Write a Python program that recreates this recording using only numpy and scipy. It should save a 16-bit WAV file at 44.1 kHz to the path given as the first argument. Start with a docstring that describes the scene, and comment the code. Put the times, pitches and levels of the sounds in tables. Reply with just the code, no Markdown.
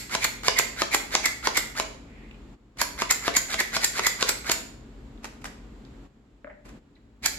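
"""A plastic plunger chopper works on an open palm in a kitchen, close to a stereo microphone.
The spring throws the plunger back onto its stop, then pushes scrape down the barrel and chop into the cup:
six pushes, a pause in which the spring is eased back, seven more. Light plastic rattles follow, the cup
lands on the palm, and the plunger springs back one last time. Throughout, an appliance hums and the room answers.
Contacts and rubbing are shaped noise bursts, rings are resonances, and a noise suppressor turns pauses down."""
import sys
import numpy as np
from scipy import signal
from scipy.fft import rfft, irfft, next_fast_len
from scipy.io import wavfile
from scipy.ndimage import uniform_filter1d, map_coordinates

SR = 44100
rng = np.random.default_rng(int(sys.argv[2]) if len(sys.argv) > 2 else 0)


def to_wav(s):
    """Save 16-bit WAV."""
    ch = np.atleast_2d(s).T  # columns
    pcm = np.round(np.clip(ch, -1, 1) * 32767)  # PCM
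    wavfile.write(sys.argv[1], SR, pcm.astype(np.int16))


N = 325458
T = np.arange(-SR // 8, SR // 4) / SR  # time around one contact [s]
LEAD = SR // 4  # samples of action before time zero

# colour of the plunger rubbing in the barrel: (frequency [Hz], level [dB])
BARREL_COLOUR = [(100, -35), (300, -14), (700, -6), (1200, -5.5), (1600, -6), (2200, 3), (2700, -9.5),
                 (4400, -2.5), (5900, -9.5), (7100, -3.5), (8600, -18), (11600, -14.5), (13000, -24.5),
                 (15500, -41)]
# bright colour of hard plastic clacking: (frequency [Hz], level [dB])
CLACK_COLOUR = [(500, -21), (1400, -0.5), (2000, -3.5), (3000, -7.5), (4500, 0), (6000, -2), (7500, -1),
                (8800, -10.5), (12000, -10.5), (15500, -34.5)]
# dull colour of a jolt or rattle: (frequency [Hz], level [dB])
THUD_COLOUR = [(80, -19), (300, -4.5), (650, -7), (1000, -0.5), (1600, -4), (2500, -4.5), (6000, -29.5),
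               (14000, -50)]


def amp(db):
    """Decibels to gain."""
    return 10 ** (np.asarray(db) / 20)


def unit(x):
    """Scale to rms 1."""
    return x / np.sqrt(np.mean(x ** 2) + 1e-20)


def blow(x, db):
    """Give a short sound the energy of 10 ms at this rms level."""
    energy = np.mean(np.sum(x ** 2, axis=-1))
    return x * amp(db) * np.sqrt(.01 * SR / (energy + 1e-20))


def along(points, hz):
    """Read (frequency [Hz], value) points on a log frequency axis."""
    f, v = np.transpose(points)
    return np.interp(np.log(hz + 1), np.log(f), v)


def filtered(x, response):
    """Apply a complex response of frequency, with padding against wrap-around."""
    m = 2 * next_fast_len(x.shape[-1] // 2 + 2048)
    spectrum = rfft(x, m) * response(np.fft.rfftfreq(m, 1 / SR))
    return irfft(spectrum, m)[..., :x.shape[-1]]


def coloured(x, points):
    """Causal filter with the given (frequency [Hz], level [dB]) shape; minimum phase by cepstrum."""
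    def response(hz):
        cepstrum = irfft(np.log(amp(along(points, hz))))
        cepstrum[1:len(hz) - 1] *= 2
        cepstrum[len(hz):] = 0
        return np.exp(rfft(cepstrum))
    return filtered(x, response)


def ring(x, hz, width_hz, order=1):
    """One resonance; order 2 has steeper skirts."""
    def response(f):
        damping = 1j * f * width_hz
        return (damping / (hz * hz - f * f + damping)) ** order
    return filtered(x, response)


def wobble(rate, size):
    """A smooth random curve, rate knots a second."""
    knots = rng.standard_normal(size // 8)
    return map_coordinates(knots, [np.arange(size) * min(rate, SR / 10) / SR], mode="mirror")


def grit(alike, rough_db):
    """Dense uneven micro-contacts, partly shared by both channels."""
    shared, *own = rng.standard_normal((3, len(T)))
    share = np.clip(alike, 0, 1)
    noise = np.sqrt(share) * shared + np.sqrt(1 - share) * np.array(own)
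    return unit(noise * amp(rough_db * wobble(900, len(T))))


def strike(shell_db, t60, alike):
    """One contact: a click, about a millisecond of crushing, and the dense, short ring of the plastic shell."""
    after = np.maximum(T, 0)
    crush = grit(alike=0.77, rough_db=1) * (T > 0) * np.exp(-after / 0.00058)
    shell = grit(alike, rough_db=1.0) * (T > 0) * amp(-60 * after / t60)
    return blow(1. * (T == 0), 0) + blow(crush, -3.5) + blow(shell, shell_db)


def chatter(spread):
    """A burst of tiny bounces lasting a few times spread [s], rising faster than it dies."""
    bounces = grit(alike=0.39, rough_db=1.5)
    reach = abs(spread) * np.where(T < 0, .9, 1.9) + 1e-5
    return bounces * np.exp(-(np.abs(T) / reach) ** 0.92)


def travel(seconds, growth_db):
    """Rubbing strength: gentle start 1.6 * seconds before contact, gathering pace, then a few ms of decay."""
    done = np.clip(1 + T / (1.6 * max(seconds, .003)), 0, 1)
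    start = np.sin(np.pi / 2 * np.minimum(done / 0.72, 1)) ** 2
    return start * amp(growth_db * (done - 0.76)) * np.exp(-np.maximum(T, 0) / 0.0059)


def glide(from_hz, to_hz, seconds, width_hz):
    """Narrow friction noise whose resonance slides as the plunger moves."""
    done = np.clip(1 + T / max(seconds, .003), 0, 1)
    phase = 2 * np.pi * np.cumsum(from_hz + (to_hz - from_hz) * done) / SR

    def slow():
        return filtered(grit(alike=0.52, rough_db=0), lambda hz: 1 / (1 + (2 * hz / width_hz) ** 2))
    return unit(slow() * np.cos(phase) + slow() * np.sin(phase))


def add(track, s, sound):
    """Mix a sound into the track with its contact at time s [s]."""
    at = LEAD + round(s * SR) + np.round(T * SR).astype(int)
    inside = (at >= 0) & (at < track.shape[1])
    track[:, at[inside]] += sound[:, inside]


def down_strokes():
    """The hand takes up the play, the plunger rasps down, the blade hits the cup floor and the cup rings hollow."""
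    # pushes: (chop time [s], push length [s], scrape level [dB], knock setting [dB], crack level [dB],
    #          cup ring setting [dB])
    pushes = [(.151, .055, -30.5, -23.5, -24, -46.5), (.4825, .047, -27.5, -18.5, -16.5, -35),
              (0.8195, .055, -31, -20, -22, -36.5), (1.1516, .043, -30.5, -21, -17.5, -40),
              (1.4721, .044, -29.5, -18, -23, -44.5), (1.7991, .046, -31.5, -23.5, -25.5, -42),
              (3.02, 0.041, -31, -22, -26, -44), (3.28, .055, -31.5, -20, -27, -35.5),
              (3.5424, .056, -30, -29, -29.5, -44), (3.767, .046, -27.5, -25, -24.5, -38),
              (3.994, .056, -29.5, -24, -30, -50), (4.2265, .038, -30.5, -22.5, -20.5, -50),
              (4.4974, .052, -31.5, -23.5, -25, -42)]
    # dull colour of the blow on the cup floor: (frequency [Hz], level [dB])
    knock_colour = [(60, -24.5), (150, -12.5), (380, -3.5), (600, -5.5), (1030, -4), (1500, -5),
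                    (2000, -11.5), (3000, -12), (6000, -40.5), (14000, -55)]
    # bright colour of the same blow: (frequency [Hz], level [dB])
    crack_colour = [(1000, -22), (2500, 0.5), (4500, -0.5), (6200, -3), (7050, -2), (8400, -17),
                    (11800, -21.5), (13500, -36), (16000, -50)]
    track = np.zeros((2, LEAD + N))
    for s, length, scrape_db, knock_db, crack_db, cup_db in pushes:
        seconds = .78 * length
        slack = blow(ring(chatter(.0015), 1400, width_hz=2200, order=2), -43)
        add(track, s - length, slack)
        rub = unit(coloured(grit(alike=0.66, rough_db=3.5), BARREL_COLOUR)) * travel(seconds, growth_db=10.5)
        # the rasp peaks halfway through the push, gliding up towards the spring's own note
        push = np.sin(np.pi * np.clip(1 + T / length, 0, 1))
        low_rasp = glide(1350, 2050, seconds, width_hz=330)
        rasp = (low_rasp + 0.44 * glide(2050, 2300, seconds, width_hz=170)) * push
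        hit = strike(shell_db=-1.0, t60=.032, alike=.8)
        # the blow bends the cup wall, which gives the knock its pitch
        knock = blow(coloured(hit, knock_colour), knock_db - 2.5)
        knock = knock + blow(ring(hit, 1000, width_hz=480, order=2), knock_db - 9)
        crack = blow(coloured(strike(shell_db=8, t60=.013, alike=0.46), crack_colour), crack_db)
        palm = blow(ring(chatter(.02), 170, width_hz=260, order=2), -41)  # the palm takes the blow
        # hollow note near 660 Hz, drawn slightly differently for each push
        cup_hz = 660 * (1 + .015 * rng.standard_normal())
        cup = blow(ring(1. * (T == 0), cup_hz, width_hz=16), cup_db + 3.0)
        scraping = amp(scrape_db) * rub + amp(-37.5) * rasp
        add(track, s, scraping + knock + crack + cup + palm + crunch(length))
    return track


def crunch(length):
    """Bits of vegetable snap unevenly under the advancing blade, harder as it presses harder."""
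    snaps_per_s = 160
    pressure = np.clip(1 + T / length, 0, 1) * (T < 0)
    snaps = (rng.random(len(T)) < snaps_per_s / SR) * pressure * rng.uniform(-1, 1, len(T))
    snap = filtered(strike(shell_db=0, t60=.01, alike=.7), lambda hz: 1 / (1 + (hz / 5000) ** 4))
    snap = coloured(snap, CLACK_COLOUR)[:, T > -.001]
    return signal.fftconvolve(snaps[None], blow(snap, -33), axes=1)[:, :len(T)]


def up_strokes():
    """The spring sings as it extends; the plunger chatters on its stop, pings the steel and jolts the barrel."""
    # returns: (time at the stop [s], flight setting [s], ping level [dB], ping [Hz], spring level [dB],
    #           spring note [Hz], delay of the barrel's jolt [s], jolt level [dB])
    returns = [(-.06, .026, -25.5, 7500, -29, 2250, .003, -38),
               (.2445, .032, -25.5, 6860, -23.5, 2219, .0055, -24.5),
               (.5892, .026, -20.5, 7220, -19.5, 2001, 0.0077, -22.5),
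               (.9465, .031, -25, 7130, -21, 2220, 0.00052, -20.5),
               (1.2585, .026, -25.5, 7470, -21, 2130, 0.0036, -28),
               (1.5735, .027, -24, 7540, -23, 2117, .0035, -25),
               (2.816, .026, -28, 7040, -29.5, 2030, .001, -24.5),
               (3.1095, .015, -17.5, 7150, -23.5, 2090, .0044, -28.5),
               (3.3672, .026, -16, 6910, -23, 2073, .002, -27),
               (3.6033, .02, -40, 7210, -19.5, 1963, .0055, -26),
               (3.8456, .034, -19.5, 7300, -26, 1927, .001, -34),
               (4.068, .04, -20, 6980, -20.5, 2015, .002, -27),
               (4.2923, .027, -23, 7710, -32, 2076, .0007, -24),
               (4.517, .014, -24, 6970, -42, 2205, .002, -30),
               (7.2605, .026, -22.5, 7040, -33, 2280, .004, -34)]
    bounce_s = .0021  # spread of the bouncing on the stop
    usual_ping_db = -22  # an ordinary hit on the stop
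    clack_grows, steel_grows = 0.18, .35  # dB for each dB of extra ping
    pan_db = -1.06  # left minus right
    track = np.zeros((2, LEAD + N))
    for s, seconds, ping_db, ping_hz, spring_db, spring_hz, delay, jolt_db in returns:
        extra_db = ping_db - usual_ping_db
        rub = unit(coloured(grit(alike=0.56, rough_db=3.5), BARREL_COLOUR)) * travel(seconds, growth_db=7.5)
        # one clear note among the rubbing, and a weaker one sliding below it
        coil = glide(1.07 * spring_hz, spring_hz, seconds, width_hz=270)
        low_coil = glide(spring_hz, .95 * spring_hz, seconds, width_hz=330)
        spring = (coil + 0.62 * low_coil) * travel(seconds, growth_db=17)
        clack = blow(coloured(chatter(bounce_s), CLACK_COLOUR), -20 + clack_grows * extra_db)
        ping = blow(ring(chatter(bounce_s), ping_hz, width_hz=600, order=2), ping_db)
        # lower and higher rings of the steel blade shaft
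        steel_db = steel_grows * extra_db
        low_ping = blow(ring(chatter(bounce_s), 4400, width_hz=700, order=2), -33.5 + steel_db)
        high_ping = blow(ring(chatter(bounce_s), 11900, width_hz=500), -31 + steel_db)
        stroke = amp(-29) * rub + blow(spring, spring_db) + clack + low_ping + ping + high_ping
        add(track, s, stroke * amp([[pan_db / 2], [-pan_db / 2]]))
        jolt = coloured(strike(shell_db=-0.5, t60=0.029, alike=0.55), THUD_COLOUR)
        add(track, s + delay, blow(jolt, jolt_db))
    return track


def handling():
    """Light plastic rattles and ticks, dull pats of the cup on the palm, and the spring easing back."""
    # light plastic rattles, the play being taken up, the plunger's release and a rub on the palm:
    # (time [s], bright level [dB], chatter spread [s])
    rattles = [(.435, -42, .0008), (2.773, -54, .002), (5.236, -53, .005), (5.245, -40.5, .0013),
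               (5.254, -44, .002), (5.419, -57.5, .003), (5.444, -43, .001), (5.456, -39.5, .005),
               (6.655, -55, .006), (6.691, -55.5, .005)]
    # nails and fingers tick on the shell: (time [s], level [dB], ring [Hz], chatter spread [s])
    ticks = [(2.312, -50, 2550, .0013), (2.344, -57, 2750, .003), (5.177, -63, 3430, .0005),
             (5.851, -58, 4050, .0005), (6.956, -55, 3900, .0024), (6.966, -53.5, 2030, .003)]
    # the cup lands on the palm and rocks: (time [s], level setting [dB], contact spread [s])
    landing = [(6.4456, -30, .00045), (6.471, -34.5, .0004), (6.476, -35, .0006)]
    # resonances of the cup closed by the palm: (frequency [Hz], width [Hz], relative level [dB])
    cup_modes = [(270, 34, -4), (590, 48, 4), (1240, 96, -10), (1620, 43, -11), (2030, 35, -12),
                 (2970, 60, -22)]
    track = np.zeros((2, LEAD + N))
    for s, db, spread in rattles:
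        bright = blow(coloured(chatter(spread), CLACK_COLOUR), db)
        dull = blow(coloured(chatter(spread), THUD_COLOUR), db + 4)
        add(track, s, bright + dull)
    for s, db, hz, spread in ticks:
        add(track, s, blow(ring(chatter(spread), hz, width_hz=1000, order=2), db))

    def soft(spread):  # flesh softens the contact
        return filtered(chatter(spread), lambda hz: 1 / (1 + 1j * hz / 1900) ** 3)
    for s, db, spread in landing:
        touch = soft(spread)
        hollow = sum(amp(level) * ring(touch, hz, width) for hz, width, level in cup_modes)
        pat = blow(ring(touch, 1400, width_hz=1100, order=2), db - 5.5)
        add(track, s, blow(hollow, db - 0.5) + pat)
    # the rim squeaks into place
    slide = soft(.009)
    squeak = blow(ring(slide, 1880, width_hz=700, order=2), -36)
    add(track, 6.501, squeak + blow(ring(slide, 760, width_hz=460, order=2), -40))
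    # the spring sings faintly while the plunger is eased back
    ease_from_s, ease_length_s = 2.037, .31
    swell = np.sin(np.pi * np.clip((np.arange(N) / SR - ease_from_s) / ease_length_s, 0, 1))
    singing = unit(ring(rng.standard_normal((2, N)), 2097, width_hz=870, order=2))
    track[:, LEAD:] += amp(-57) * swell * singing
    return track


def kitchen(x, early_db, late_db, early_t60):
    """Near surfaces answer at once, the room slowly; fresh noise echoes are drawn every third of a second."""
    # decay of the room: (frequency [Hz], t60 [s])
    room_decay = [(150, 0.97), (700, 0.49), (2000, 0.52), (7000, .47), (14000, 0.36)]
    # strength of the answer: (frequency [Hz], level [dB])
    wall_colour = [(150, -9.5), (600, 1.5), (1100, -4), (2000, -1), (7000, -2), (13000, -0.5)]
    hop = SR // 3
    out = np.zeros((2, x.shape[1] + SR))
    for start in range(0, x.shape[1], hop):
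        hz, t, z = signal.stft(rng.standard_normal((2, SR // 2)), SR, nperseg=256)
        decay = amp(-60 * t / along(room_decay, hz)[:, None])
        late = signal.istft(z * decay, SR, nperseg=256)[1]
        age = np.arange(late.shape[1]) / SR
        # cubed noise makes a few echoes stand out
        early = rng.standard_normal(late.shape) ** 3 * amp(-60 * age / early_t60)
        arrival = np.clip((age - .003) / 0.006, 0, 1)
        echoes = amp(early_db) * unit(early * arrival) + amp(late_db) * unit(late * arrival)
        echoes = echoes / np.sqrt(len(age))
        wet = signal.fftconvolve(x[:, start:start + hop], echoes, axes=1)
        out[:, start:start + wet.shape[1]] += wet
    return coloured(out[:, :x.shape[1]], wall_colour)


def ambience():
    """Low room noise, wider in the treble, and an appliance hum of sines unsteady in level and phase."""
    # appliance lines: (frequency [Hz], relative level [dB])
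    appliance_lines = [(43.1, -54), (118.4, -61), (226.1, -58), (274.5, -59.5), (414.5, -68)]
    # colour of the room noise: (frequency [Hz], relative density [dB per Hz])
    air_colour = [(20, -36), (32, -15.5), (50, 0), (60, -0.5), (92, -15), (125, -8.5), (160, -13.5),
                  (200, -9), (290, -10), (420, -17), (620, -23.5), (1000, -26), (2300, -33), (4300, -38.5),
                  (6000, -45.5), (7400, -39), (9000, -57.5), (12000, -54), (15500, -66.5)]
    # left-right likeness of the room noise: (frequency [Hz], likeness [0-1])
    air_alike = [(50, 1), (250, 0.91), (700, 0.47), (2000, 0.069)]
    t = np.arange(N) / SR

    def mid_side(hz):
        turn = np.arccos(np.clip(along(air_alike, hz), -1, 1)) / 2
        return amp(along(air_colour, hz)) * [np.cos(turn), np.sin(turn)]
    mid, side = filtered(rng.standard_normal((2, N)), mid_side)
    air = unit(np.array([mid + side, mid - side]))
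    hum = np.zeros(N)
    for hz, db in appliance_lines:
        level = amp(db + 1.5 * wobble(5.5, N))
        hum += level * np.sin(2 * np.pi * hz * t + .6 * wobble(7, N))
    return amp(-47.5) * air + amp(-51) * unit(hum)


def suppressor(x):
    """Treble opens the noise suppressor, for longer the louder it is; in the pauses everything is turned down."""
    wake_db = -61.5  # treble level that opens it
    hold_s_per_db, longest_hold_s = .035, .71  # how long it stays open
    suppress_db, closing_s = -10, 0.018
    t = np.arange(N) / SR
    treble = filtered(x, lambda hz: hz > 5500)
    power = np.abs(uniform_filter1d(np.mean(treble ** 2, axis=0), size=512))
    level_db = 10 * np.log10(power + 1e-20)
    hold = np.minimum(hold_s_per_db * (level_db - wake_db), longest_hold_s)
    open_until = np.maximum.accumulate(t + hold)
    shut = np.clip((t - open_until) / closing_s, 0, 1)
    return x * amp(suppress_db * uniform_filter1d(shut, size=768))


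def scene():
    """The chopper is a little nearer the left microphone; its room echoes and the ambience join it."""
    chopper = down_strokes() + up_strokes() + handling()
    ahead = 8e-5  # seconds by which the left side hears it first
    sides = np.array([[1], [-1]])
    direct = filtered(chopper, lambda hz: np.exp(1j * np.pi * hz * ahead * sides))
    heard = direct + kitchen(chopper, early_db=-8.5, late_db=-4.5, early_t60=.11)
    return heard[:, LEAD:] + ambience()


def record(dry):
    """Microphone ports colour each side; pauses are turned down, peaks rounded off, the band limited."""
    # difference between the two ports: (frequency [Hz], left minus right [dB])
    port_difference = [(100, 1.5), (330, .5), (700, 4), (1400, -2), (6800, -1.5), (8600, 1.5), (14000, 7)]
    halves = np.array([[.5], [-.5]])
    ports = filtered(dry, lambda hz: amp(along(port_difference, hz) * halves))
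    steady = suppressor(ports)
    rounded = steady / (1 + (steady / .9) ** 6) ** (1 / 6)
    return filtered(rounded, lambda hz: hz < 15900)


dry = scene()
out = record(dry)
to_wav(out)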